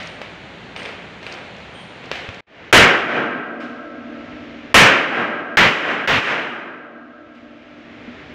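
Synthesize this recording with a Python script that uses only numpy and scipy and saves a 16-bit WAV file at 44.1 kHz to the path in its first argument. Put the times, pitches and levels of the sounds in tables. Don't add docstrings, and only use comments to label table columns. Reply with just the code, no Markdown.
import sys
import numpy as np
from scipy import signal
from scipy.fft import rfft, irfft, next_fast_len
from scipy.io import wavfile
from scipy.ndimage import uniform_filter1d

SR = 44100
rng = np.random.default_rng(int(sys.argv[2]) if len(sys.argv) > 2 else 0)


def file_out(sig):
    cols = np.atleast_2d(sig).T
    lim = np.clip(cols, -1, 1)
    pcm = np.round(lim * 32767).astype(np.int16)
    wavfile.write(sys.argv[1], SR, pcm)


N = 367794
TIME = np.arange(N) / SR

# (time [s], strength [dB], brightness [dB/octave], panel ring [dB],
# pitch favoured by the struck spot [Hz], overload burst [dB])
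BLOWS = [(2.727, 16.5, 1, 0, 1510, 8.5), (4.743, 17.5, 1.63, 0.5, 1636, 6.5), (5.571, 17, 2, -3, 1616, 14),
         (6.075, 16.5, 2.04, -2.5, 1650, 19.5)]
# (frequency [Hz], level [dB], t60 [s])
PANEL_MODES = [(233.4, -13.5, 4.5), (247.5, -12.5, 3.9), (276.6, -18.5, 4.94), (296.7, -18.5, 5.4),
               (305, -17, 3.8), (333.5, -10.5, 2.96), (465, -10, 2.6), (484, -23, 3.6), (554, -19.5, 3.9),
               (594, -12, 3.3), (613, -25.5, 4.7), (665, -10, 3.07), (709, -11.5, 2.36), (733, -8.5, 2.27),
               (876, -21, 2.1), (1080, -13.5, 2.4), (1222, -5, 2.1), (1321, -10, 2.5), (1313, -4, 2.28),
               (1335, -17.5, 3), (1490, -16, 1.1), (1430, -3.5, 1.8), (1535, -2.5, 1.9), (1572, 5.5, 1.47),
               (1608, 0.5, 1.82), (1622, -10.5, 2.5), (1928, -1, 1.5), (2340, -6, 0.84), (2550, 0, 1.2),
               (2815, 4.5, 1.1)]
# (frequency [Hz], density [dB/Hz])
CLANG_SPECTRUM = [(40, -23.5), (80, -19.5), (130, -6.5), (300, -2), (600, -1), (850, -5), (1500, 0),
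                  (2100, 0.5), (2800, -0.5), (3700, -10), (5000, -12), (6500, -6), (10000, -23),
                  (14500, -18)]
# (frequency [Hz], t60 [s])
CORRIDOR_DECAY = [(60, 1.19), (250, 1.49), (600, 1.275), (1500, 1.174), (2700, 0.91), (5000, 0.76),
                  (8000, 0.7), (15000, 0.43)]


def hammer(panel_db=-5.5, uneven_db=0.5, pivot_hz=1500, favour_db=5.5, favour_width_hz=45, split=.008):
    times, strength_db, brightness, ring_db, favoured_hz, _ = np.transpose(BLOWS)
    out = np.zeros(N)
    for hz, noise in bands(CLANG_SPECTRUM):
        band_db = strength_db + brightness * np.log2(hz / pivot_hz)
        out += noise * dying(clicks(times, from_db(band_db) ** 2), at_hz(CORRIDOR_DECAY, hz))
    for hz, mode_db, t60 in PANEL_MODES:
        spot_db = favour_db / (1 + ((hz - favoured_hz) / favour_width_hz) ** 2)
        scatter_db = uneven_db * rng.standard_normal(len(times))
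        sizes = from_db(panel_db + ring_db + mode_db + spot_db + scatter_db)
        strikes = clicks(times, sizes * rng.choice([-1, 1], len(times)))
        twin_hz = hz * (1 + split * rng.uniform(0.483, 2))
        out += 0.62 * ring(strikes, hz, t60) + .5 * ring(strikes, twin_hz, t60)
    return out


# (frequency [Hz], density [dB/Hz])
OVERLOAD_SPECTRUM = [(20, -31), (40, -12), (80, -0.5), (150, 4), (300, -3.5), (900, -1), (2000, 3),
                     (3000, 2), (4500, -6.5), (7000, -6), (10000, -20.5), (15000, -24)]


def overload_burst(peak_s=0.07, width_s=0.054):
    envelope = np.zeros(N)
    for start, *_, level_db in BLOWS:
        from_peak = (TIME - start - peak_s) / width_s
        burst = np.exp(-np.minimum(from_peak ** 4, 25))
        envelope += from_db(level_db) * (TIME > start) * burst
    return envelope * coloured(OVERLOAD_SPECTRUM)


# (time [s], strength [dB], sharp tick [dB])
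TAPS = [(.001, -25, 3), (.216, -32, 18), (.763, -27.5, 11.5), (.858, -33.5, 16), (1.229, -32, 10),
        (1.266, -29.5, 14), (2.115, -22, 16.5), (2.155, -28, 12), (2.29, -41.5, 22), (3.602, -30, -9),
        (7.35, -42, 1)]
# (time [s], length [s], level [dB])
SCRAPES = [(.01, .12, -40), (0.785, .11, -25), (1.29, 0.097, -29), (1.56, 0.091, -37), (2.022, .04, -34.5),
           (2.337, .07, -39.5)]
# (frequency [Hz], density [dB/Hz])
CONTACT_SPECTRUM = [(40, -22), (250, -8), (600, -0.5), (1000, -8.5), (2500, -1), (4000, -9), (7000, -9.5),
                    (11000, -25), (16000, -29)]


def taps_and_scrapes(slips_per_s=160, slip_db=13.0, scrape_echo_db=-0.5, tap_db_per_octave=1.8):
    times, strength_db, tick_db = np.transpose(TAPS)
    slips = (rng.random(N) < slips_per_s / SR) * from_db(-4.0 * rng.standard_normal(N)) ** 2
    rub_power = np.zeros(N)
    for start, length, level_db in SCRAPES:
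        stroke = slips * during(start, length)
        rub_power += from_db(level_db) ** 2 * stroke / (stroke.sum() + 1e-9)
    grains = dying(rub_power + 1e-18, t60=0.019) * from_db(slip_db)
    out = np.zeros(N)
    for hz, noise in bands(CONTACT_SPECTRUM):
        tap_power = from_db(strength_db + tap_db_per_octave * np.log2(hz / 1800)) ** 2
        tick = dying(clicks(times, tap_power * from_db(tick_db) ** 2), t60=0.017)
        echo_power = clicks(times, tap_power) + rub_power * from_db(scrape_echo_db) ** 2
        echo = dying(echo_power, at_hz(CORRIDOR_DECAY, hz))
        out += noise * np.sqrt(tick ** 2 + echo ** 2 + grains ** 2)
    return out


# (time [s], pitch [Hz], level [dB], t60 [s])
BUMPS = [(2.288, 99, -20, 0.076), (8.08, 241, -34.5, 0.28), (8.29, 242, -40.5, 0.67)]


def bumps():
    return sum(ring(clicks([start], from_db(db)), hz, t60) for start, hz, db, t60 in BUMPS)


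def small_ticks(ticks_per_s=21.0, level_db=-19.0, spread_db=7.5, t60=0.018, band_hz=(4200, 7800)):
    dragging = sum(during(start, length) for start, length, _ in SCRAPES)
    contacts = rng.random(N) < ticks_per_s * dragging / SR
    tick_db = level_db + spread_db * np.clip(rng.standard_normal(N), -2, 2)
    band = signal.butter(3, band_hz, "band", fs=SR, output="sos")
    hiss = rms_one(signal.sosfilt(band, rng.standard_normal(N)))
    return hiss * dying(contacts * from_db(tick_db) ** 2 + 1e-18, t60)


# (time [s], length [s], pitch [Hz], level [dB])
SQUEAKS = [(.01, .1, 8650, -30), (0.762, 0.018, 8620, -25.5), (1.25, .02, 8460, -31),
           (1.738, .025, 8660, -26), (1.741, 0.017, 3210, -36.5), (1.795, .02, 10600, -41)]


def squeaks(resonance_t60=.012):
    out = np.zeros(N)
    for start, length, hz, level_db in SQUEAKS:
        friction = rng.standard_normal(N)
        tone = rms_one(ring(ring(friction, hz, resonance_t60), hz, resonance_t60))
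        rubbing = during(start, length) / (length * SR)
        out += from_db(level_db) * tone * dying(rubbing + 1e-18, at_hz(CORRIDOR_DECAY, hz))
    return out


# (frequency [Hz], density [dB/Hz])
WASH_IN_CORRIDOR = [(25, -42), (60, -3), (110, -2.5), (180, 1.5), (300, -3.5), (600, -3.5), (1100, -8.5),
                    (2100, -5.5), (3000, -7), (4200, -9), (5200, -15.5), (7000, -8.5), (10000, -19),
                    (16000, -53)]
# (frequency [Hz], density [dB/Hz])
WASH_AT_HOUSING = [(25, -22), (60, -6), (90, -3.5), (180, -3.5), (260, -3), (380, -3.5), (600, -5),
                   (1000, -12), (2100, -5.5), (3000, -9.5), (4500, -15.5), (7000, -15), (10000, -34),
                   (16000, -38)]


def wash(far_db=-32.5, near_db=-41.5, close_from_s=2.44):
    far = from_db(far_db) * coloured(WASH_IN_CORRIDOR)
    near = from_db(near_db) * coloured(WASH_AT_HOUSING)
    return np.where(TIME < close_from_s, far, near)


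def from_db(db):
    return 10 ** (np.asarray(db) / 20)


def rms_one(x):
    return x / np.sqrt(np.mean(x ** 2) + 1e-20)


def at_hz(points, hz):
    freqs, values = np.transpose(points)
    return np.interp(np.log(hz + 1e-9), np.log(freqs), values)


def during(start, length):
    return (TIME > start) & (TIME < start + length)


def clicks(times, sizes):
    out = np.zeros(N)
    out[np.clip(np.round(np.asarray(times) * SR).astype(int), 0, N - 1)] = sizes
    return out + 1e-18


def ring(drive, hz, t60):
    radius, angle = from_db(-60 / (t60 * SR)), 2 * np.pi * hz / SR
    return signal.lfilter([0, np.sin(angle)], [1, -2 * radius * np.cos(angle), radius * radius], drive)


def dying(power, t60):
    retained = from_db(-120 / (t60 * SR))
    return np.sqrt(signal.lfilter([1], [1, -retained], power))


def coloured(spectrum):
    size = next_fast_len(N)
    bins = rfft(rng.standard_normal(size))
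    gains = from_db(at_hz(spectrum, np.arange(len(bins)) * SR / size))
    return rms_one(irfft(bins * gains, size)[:N])


def bands(spectrum):
    edges = np.geomspace(40, 16000, 27)
    centres = np.sqrt(edges[1:] * edges[:-1])
    gains = from_db(at_hz(spectrum, centres)) * np.sqrt(np.diff(edges))
    white = rng.standard_normal((2, N))
    for k, gain in enumerate(gains / np.linalg.norm(gains)):
        band = signal.butter(2, edges[k:k + 2], "band", fs=SR, output="sos")
        yield centres[k], gain * rms_one(signal.sosfilt(band, white[k % 2]))


def scene():
    blows = hammer() + overload_burst()
    return (blows + taps_and_scrapes() + bumps() + small_ticks() + squeaks() + wash())[None]


def short_break(break_s=2.407, resume_s=2.468, swell_s=.19, before_db=-4.5, gap_db=-41, after_db=2.5):
    swell = from_db(after_db) * np.clip(0.061 + (TIME - resume_s) / swell_s, 0, 1)
    gain = np.select([TIME < break_s, TIME < resume_s], [from_db(before_db), from_db(gap_db)], swell)
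    return uniform_filter1d(gain, size=130)


def gain_control(x, limit_db=-10.0, knee_db=39.0, ahead_s=0.0064, hop=44):
    fall_db_per_s, rise_db_per_s = 47.0, 13.5
    duck_db, duck_above_db, deepen_db_per_s, release_db_per_s = 11.0, -11.5, 1.0, 101.5
    heard_db = 10 * np.log10(np.maximum(uniform_filter1d(x ** 2, size=441), 1e-12))[::hop]
    step_s = hop / SR
    slow_db, quick_db, cut_db = 0, 0, []
    for level_db in heard_db:
        over = min(max((level_db - slow_db - limit_db) / knee_db + .5, 0), 1)
        slow_db = max(slow_db + step_s * (over * fall_db_per_s - (1 - over) * rise_db_per_s), 0)
        if level_db - slow_db > duck_above_db:
            quick_db = max(duck_db, quick_db + step_s * deepen_db_per_s)
        else:
            quick_db = max(0, quick_db - step_s * release_db_per_s)
        cut_db.append(slow_db + quick_db)
    return x * from_db(-np.interp(TIME + ahead_s, TIME[::hop], cut_db))


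def record(dry, overload_db=19.5, mic_hz=3500, treble_leak=0.17, ceiling=0.64, cutoff_hz=15800):
    headroom = from_db(overload_db)
    x = headroom * np.tanh(dry[0] / headroom)
    x = signal.sosfilt(signal.butter(2, mic_hz, fs=SR, output="sos"), x) + treble_leak * x
    x = gain_control(x * short_break())
    x = x / (1 + (x / ceiling) ** 8) ** (1 / 8)
    x = signal.lfilter([.52], [1, -.48], x)
    return signal.fftconvolve(x, signal.firwin(255, cutoff_hz, fs=SR), "same")[None]


dry = scene()
out = record(dry)
file_out(out)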